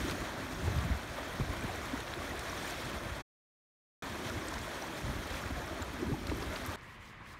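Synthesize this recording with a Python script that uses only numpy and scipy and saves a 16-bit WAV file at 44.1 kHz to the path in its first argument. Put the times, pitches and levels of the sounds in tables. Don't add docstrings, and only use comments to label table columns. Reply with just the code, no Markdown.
import sys
import numpy as np
from scipy import signal
from scipy.fft import rfft, irfft, next_fast_len
from scipy.io import wavfile
from scipy.ndimage import uniform_filter1d, map_coordinates

SR = 44100
rng = np.random.default_rng(int(sys.argv[2]) if len(sys.argv) > 2 else 0)


def generate_wav(sig):
    pcm = np.round(np.clip(np.atleast_2d(sig).T, -1, 1) * 32767).astype(np.int16)
    wavfile.write(sys.argv[1], SR, pcm)


def volts_from_db(level):
    exponent = np.asarray(level, float) / 20
    return 10 ** exponent


N = 326075


def unit(x):
    return x / np.sqrt(np.mean(x ** 2) + 1e-20)


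def along(points, hz):
    f, v = np.transpose(points)
    return np.interp(np.log(hz + 1), np.log(f + 1), v)


def curves(rows):
    s, *columns = np.transpose(rows)
    return [np.interp(np.arange(N) / SR, s, column) for column in columns]


def wobble(rate):
    return map_coordinates(rng.standard_normal(N // 40), [np.arange(N) * rate / SR])


def swells(s, db, rise_s, fall_s):
    t = np.arange(N) / SR
    total = 0
    for peak_s, peak_db in zip(s, db):
        width_s = np.where(t < peak_s, rise_s, fall_s)
        total = total + peak_db * np.exp(-((t - peak_s) / width_s) ** 2)
    return total


def filtered(x, response):
    m = next_fast_len(N + SR // 2)
    return irfft(rfft(x, m) * response(np.fft.rfftfreq(m, 1 / SR)), m)[..., :N]


def rush(spectrum, patchy_db):
    z = signal.stft(rng.standard_normal(N), nperseg=256)[2]
    patches = uniform_filter1d(rng.standard_normal(z.shape), size=5, axis=0)
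    patches = uniform_filter1d(patches, size=10, axis=1)
    x = signal.istft(z * volts_from_db(patchy_db * unit(patches)), nperseg=256)[1][:N]
    return unit(filtered(x, lambda hz: volts_from_db(along(spectrum, hz))))


def grains(s, db, hz, ms, rise, size):
    age = np.clip(np.arange(size) / SR / (ms / 1000)[:, None], 0, 1)
    cycles = (hz * ms / 1000)[:, None]
    phase = 2 * np.pi * cycles * (age + rise * (age * age - age) / 2)
    swell = np.sin(np.pi * age ** 0.92) ** 2
    tones = volts_from_db(db)[:, None] * swell * np.sin(phase)
    start = np.round((s - ms / 2000).clip(0) * SR).astype(int)
    at = start[:, None] + np.arange(size)
    return np.bincount(at.ravel(), tones.ravel(), N + size)[:N]


def swarm(count, mid_hz, octaves, cycles, spread_db, tilt_db, rise, size):
    s = rng.random(count) * N / SR
    pitch = rng.standard_normal(count)
    big = rng.exponential(1, count)
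    hz = np.clip(mid_hz * 2 ** (octaves * pitch), 220, 15000)
    db = spread_db * big.clip(0, 3) + tilt_db * np.log2(hz / mid_hz)
    ms = np.minimum(1000 * cycles / hz, 1000 * size / SR)
    return unit(grains(s, db, hz, ms, rise, size=size))


def gurgle():
    # frequency in Hz, level in dB per Hz
    gurgle_tone = [(100, -120), (160, -13.5), (240, -1.5), (340, -1.5), (430, -7), (700, -120)]
    # time in seconds, swell in dB
    wades = [(.02, 6), (.3, 4), (.52, 1.5), (2.15, -1.5), (2.85, 1), (4.07, 4.5), (4.24, 5), (4.95, 2),
             (5.15, 2.5), (5.4, 2.5), (5.6, 0.5), (5.75, 4), (6.06, 5), (6.34, 3), (6.44, 2.5), (6.7, 5)]
    level_db = -49 + swells(*np.transpose(wades), rise_s=0.098, fall_s=0.098)
    air = rush(gurgle_tone, patchy_db=0.0) * volts_from_db(1.8 * wobble(8.8))
    return volts_from_db(level_db) * unit(air)


def churn():
    # frequency in Hz, level in dB per Hz
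    churn_tone = [(150, -120), (350, -9), (600, -1), (1000, -4.5), (1800, -6.5), (2600, -14), (5000, -24),
                  (12000, -46.5), (16500, -120)]
    bubbles = swarm(count=1600, mid_hz=1092, octaves=0.794, cycles=15,
                    spread_db=5.0, tilt_db=-2.0, rise=0.099, size=900)
    return unit(rush(churn_tone, patchy_db=0.5) + volts_from_db(-7.0) * bubbles)


def spray():
    # frequency in Hz, level in dB per Hz
    spray_tone = [(600, -120), (1500, -1.5), (3200, 1), (4500, -7), (6500, -7.5), (9000, -11.5),
                  (12000, -15), (15800, -21), (17000, -54)]
    hiss = rush(spray_tone, patchy_db=1.5) * volts_from_db(0.61 * wobble(90))
    fizz = swarm(count=8000, mid_hz=5500, octaves=.7, cycles=12,
                 spread_db=4, tilt_db=-4.5, rise=.1, size=200)
    ticks = swarm(count=1500, mid_hz=10270, octaves=0.16, cycles=2.2,
                  spread_db=3.5, tilt_db=-5.5, rise=0.054, size=40)
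    return unit(hiss + volts_from_db(-5.0) * fizz + volts_from_db(-15.5) * ticks)


def water():
    # time in seconds, flow strength in dB, extra froth in dB
    flow = [(0, -43, 4), (.36, -43, -1), (.58, -45, 3.5), (.8, -43, 0.5), (1.0, -44.5, 0.5), (1.45, -44, 1),
            (2.15, -45, 1.5), (2.5, -42, 1), (2.75, -44, 4.5), (3.08, -45, 1), (4.3, -44, 2),
            (4.65, -44.5, 1.5), (5.3, -44.5, 2.5), (5.55, -45, 1), (5.95, -45.5, 0.5), (6.2, -48, 3),
            (6.38, -44.5, 2), (6.75, -44.5, 1.5)]
    # time in seconds, swell in dB, share that goes to spray (0-1)
    slaps = [(.1, 2.5, 0.6), (.68, 1.5, .5), (.785, 0, .9), (1.19, 2, .2), (1.778, 1, 0), (2.001, 0.5, 1),
             (2.14, 0, 0), (2.39, -0.5, 0.6), (2.539, -0.5, 0.15), (2.599, 0.5, .4), (2.7, 1, 0.9),
             (4.275, 2, 0.7), (4.525, 0.5, .8), (4.99, 1.5, 0.6), (5.36, 2.5, 0.8), (5.83, 1, .4),
             (6.03, 1, 0), (6.27, -1, 1), (6.31, 1.5, 0.41), (6.56, 0.5, .9)]
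    flow_db, froth_db = curves(flow)
    s, slap_db, share = np.transpose(slaps)
    share = share.clip(0, 1)
    rise_s, fall_s = 0.031, 0.023
    churn_db = flow_db + swells(s, 2 * slap_db * (1 - share), rise_s, fall_s)
    usual_db = flow_db.mean()
    spray_db = usual_db - 6 + 1.24 * (flow_db - usual_db) + froth_db
    spray_db = spray_db + swells(s, 2 * slap_db * share, rise_s, fall_s)
    slosh = wobble(25)
    churning = volts_from_db(churn_db + 1.19 + 0.8 * slosh) * churn()
    spraying = volts_from_db(spray_db + 0.52 * slosh) * spray()
    return gurgle() + churning + spraying


def splashes():
    # time in seconds, peak in
    # dB, pitch in Hz, length in ms
    big_bubbles = [(0.6829, -31, 410, 7.8), (1.1864, -40, 540, 17.4), (1.4025, -40, 393, 17.4),
                   (1.5353, -37, 1077, 17.4), (1.6261, -43, 2390, 17.4), (1.942, -29, 263.5, 26.1),
                   (1.9585, -38.5, 965, 8.7), (2.223, -41, 1170, 15), (2.311, -39, 1910, 18),
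                   (2.5325, -35, 1100, 8.7), (2.7266, -40, 710, 22), (4.3043, -39, 1406, 19),
                   (4.5833, -41, 2150, 8.7), (4.7335, -44, 2240, 7.7), (5.0828, -38, 1930, 4.4),
                   (5.4399, -39, 1410, 8), (5.5093, -34, 254, 20), (5.62, -41, 1625, 17.4),
                   (5.8304, -30, 1250, 2.03), (6.0307, -30.5, 344, 25.2), (6.07, -33.5, 210, 24.3),
                   (6.1441, -36, 833, 16.5), (6.2934, -42, 1490, 4.4), (6.3182, -35, 980, 7.7),
                   (6.326, -31.5, 298, 27.4), (6.427, -34, 467, 8.2), (6.5283, -37, 2020, 4.4),
                   (6.6644, -37, 1700, 4.4), (6.693, -41, 1190, 22)]
    # time in seconds, peak in dB, pitch in Hz
    plastic_drops = [(.0915, -45, 9200), (.7612, -36, 13640), (.8506, -42, 13100), (1.356, -41, 13400),
                     (1.7594, -34, 6550), (2.0049, -35.5, 8500), (2.1437, -38, 8640),
                     (2.2936, -42.5, 12580), (2.394, -30, 8670), (2.7077, -32, 7400), (4.1549, -47, 12100),
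                     (4.2985, -31, 6540), (4.5402, -28, 4570), (4.5893, -35, 6750), (4.7449, -39, 7580),
                     (5.821, -37, 7350), (5.8266, -40, 14100), (5.9358, -39.5, 13860), (6.021, -38, 7810),
                     (6.2732, -38, 11600), (6.3716, -37.5, 13630), (6.5351, -38, 7960), (6.6521, -34, 7400),
                     (6.6632, -29, 11540), (6.6726, -35, 12800), (6.7229, -42, 11900)]
    # time in seconds, peak in dB, pitch in Hz
    water_drops = [(.082, -42, 7010), (0.098, -34, 4430), (.112, -36, 4820), (.7886, -40, 4960),
                   (1.6106, -44, 7920), (1.8578, -43.5, 10300), (2.0047, -40.5, 3220), (2.0797, -40, 3850),
                   (2.138, -35, 3710), (2.498, -41, 5710), (4.485, -35, 8020), (4.583, -41, 6490),
                   (4.6162, -46, 7350), (4.824, -40, 5860), (5.3056, -45, 5070), (5.3719, -53, 12600),
                   (5.6791, -46, 5510), (5.825, -36.5, 7260), (6.272, -36.5, 4400), (6.2984, -36, 2490),
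                   (6.4265, -41, 4880), (6.5618, -34.5, 4570)]
    gulps = grains(*np.transpose(big_bubbles), rise=0.058, size=1700)

    s, db, hz = np.transpose(plastic_drops + water_drops)
    ms = np.repeat([0.41, 2.8], [len(plastic_drops), len(water_drops)])
    notes = grains(s, db - 1.8, hz, ms, rise=.05, size=300)

    chance = rng.standard_normal((len(s), 4, 3))
    spit_s = (s[:, None] + .0015 * chance[..., 0]).ravel()
    spit_db = ((db + 3.0 * np.log2(ms))[:, None] - 3.5 + 1.1 * chance[..., 1]).ravel()
    spit_hz = 0.74 * hz[:, None] * 2 ** (0.67 * chance[..., 2])
    spit_hz = np.clip(spit_hz, 2500, 14000).ravel()
    drops = notes + grains(spit_s, spit_db, spit_hz, 1800 / spit_hz, rise=.05, size=48)

    trough = rng.standard_normal(400) * volts_from_db(-60 * np.arange(400) / SR / .012)
    echo = signal.fftconvolve(drops, trough / np.linalg.norm(trough))[:N]
    return gulps + drops + volts_from_db(-4.5) * echo


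def wind():
    # time in seconds, breeze strength in dB
    breeze = [(0, -47), (.43, -54.5), (.8, -43), (1.03, -52), (1.2, -57.5), (1.4, -52.5), (1.58, -46.5),
              (1.8, -53.5), (2.4, -55.5), (3.0, -53), (4.2, -54.5), (4.62, -53), (4.9, -59), (5.08, -48.5),
              (5.6, -53.5), (6.18, -55), (6.38, -47.5), (6.62, -54.5)]
    # frequency in Hz, level in dB per Hz
    buffet_tone = [(16, -37.5), (28, -15.5), (50, 0), (70, 0), (108, -4), (140, -5.5), (300, -17),
                   (390, -49), (660, -120)]
    # time in seconds, peak in dB, pitch in Hz
    thuds = [(.659, -34, 78), (.682, -23.5, 93), (.711, -30, 94), (0.763, -31, 89), (0.787, -27.5, 80),
             (.855, -31, 132), (0.904, -33, 193), (0.921, -26, 68.6), (.966, -32.5, 70), (1.416, -25, 124),
             (1.426, -32.5, 52), (1.507, -31.5, 67.6), (1.649, -29, 135), (2.973, -37, 62.7),
             (4.267, -35, 119), (4.312, -37, 89), (4.379, -31, 105), (4.563, -37.5, 73), (5.046, -37, 84.4),
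             (5.159, -34, 88), (5.463, -33, 90), (5.53, -33.5, 64.6), (5.573, -37, 65),
             (5.826, -33.5, 81.5), (6.086, -33, 86), (6.131, -26.5, 118), (6.259, -36, 83.4),
             (6.304, -29, 75), (6.492, -35, 57.5), (6.694, -32, 88.5)]
    # time in seconds, peak in dB, settling pitch in Hz
    pops = [
        (0.9023, -28.5, 154),
        (1.3991, -22.5, 144),
        (1.6425, -22.5, 130),
        (2.9415, -29.5, 138),
        (6.1164, -25, 144),
        (6.316, -29.5, 302),
    ]
    rumble = unit(volts_from_db(2.0 * wobble(22)) * rush(buffet_tone, patchy_db=1.5))
    x = volts_from_db(curves(breeze)[0] + 6.5) * rumble
    s, db, hz = np.transpose(thuds)
    x += grains(s, db, hz, 1000 * 3.05 / hz, rise=-0.34, size=3200)
    t = np.arange(SR // 5) / SR
    for pop_s, pop_db, pop_hz in pops:
        turns = pop_hz * (t + 1.74 * 0.0029 * (1 - np.exp(-t / 0.0054)))
        fade = volts_from_db(pop_db - 60 * t / 0.028)
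        x[round(pop_s * SR):][:len(t)] += fade * np.sin(2 * np.pi * turns)
    return x


def sandals():
    # middle in seconds, half length in seconds, level in dB
    drags = [
        (6.79, 0.013, -70),
        (6.844, 0.03, -65.5),
        (6.92, 0.047, -65.5),
        (7.052, 0.052, -63.5),
        (7.113, 0.036, -73),
        (7.302, 0.036, -60),
        (7.264, 0.035, -73),
        (7.36, .04, -73),
    ]
    # frequency in Hz, level in dB per Hz
    scuff_tone = [(1500, -120), (3000, 2), (6000, -1.5), (10000, -6.5), (15800, -13), (17000, -57.5)]
    # time in seconds, peak in dB, pitch in Hz, length in ms
    cracks = [
        (6.812, -48, 5000, 0.69),
        (6.928, -56, 6000, .8),
        (7.0987, -53, 7350, 0.66),
    ]
    t = np.arange(N) / SR
    drag = sum(volts_from_db(db) * np.exp(-np.abs((t - s) / half) ** 3) for s, half, db in drags)
    grit = unit(volts_from_db(1.2 * wobble(200)) * rush(scuff_tone, patchy_db=1.5))
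    sheen = unit(np.gradient(np.gradient(grit)))
    scuffs = drag * (grit + 0.21 * drag / drag.max() * sheen)
    return scuffs + grains(*np.transpose(cracks), rise=0.045, size=80)


def road():
    # time in seconds, road level in dB
    traffic = [
        (6.765, -54),
        (6.777, -53),
        (7.365, -52.5),
        (7.39, -53),
    ]
    # frequency in Hz, level in dB per Hz
    road_tone = [(15, -36), (25, 0), (100, 3.5), (140, 0.5), (300, -7), (600, -11), (800, -12),
                 (1050, -3.5), (1400, -10), (1950, -5.5), (3000, -16), (5300, -29.5), (8200, -37),
                 (15700, -50)]
    return volts_from_db(curves(traffic)[0] + 1.6) * rush(road_tone, patchy_db=1.1)


def past_phone_body(x):
    # middle in Hz, width in Hz, depth in dB
    body_dips = [(438, 100, -1.5), (780, 180, -3), (2860, 400, -5.5), (4910, 350, -4), (7720, 760, -3.5),
                 (10450, 600, -5.5)]

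    def response(hz):
        return volts_from_db(sum(db / (1 + (2 * (hz - mid) / width) ** 2) for mid, width, db in body_dips))

    return filtered(x, response)


def scene():
    # time in seconds, gain of the slide (0-1)
    slide_cut = [
        (0, 1),
        (3.207, 1),
        (3.2226, 0),
        (4.0228, 0),
        (4.0232, 1),
        (6.7594, 1),
        (6.7599, 0),
    ]
    # time in seconds, gain of the terrace (0-1)
    terrace_cut = [
        (6.7596, 0),
        (6.76, .5),
        (6.768, 1),
    ]

    def below_top(hz):
        return hz < 15740

    slide = filtered(past_phone_body(water()) + splashes() + wind(), below_top)
    terrace = filtered(road() + sandals(), below_top)
    return (slide * curves(slide_cut)[0] + terrace * curves(terrace_cut)[0])[None]


def band_limit(x):
    return signal.sosfilt(signal.butter(12, 15890, fs=SR, output="sos"), x)


def record(dry):
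    return band_limit(dry)


dry = scene()
out = record(dry)
generate_wav(out)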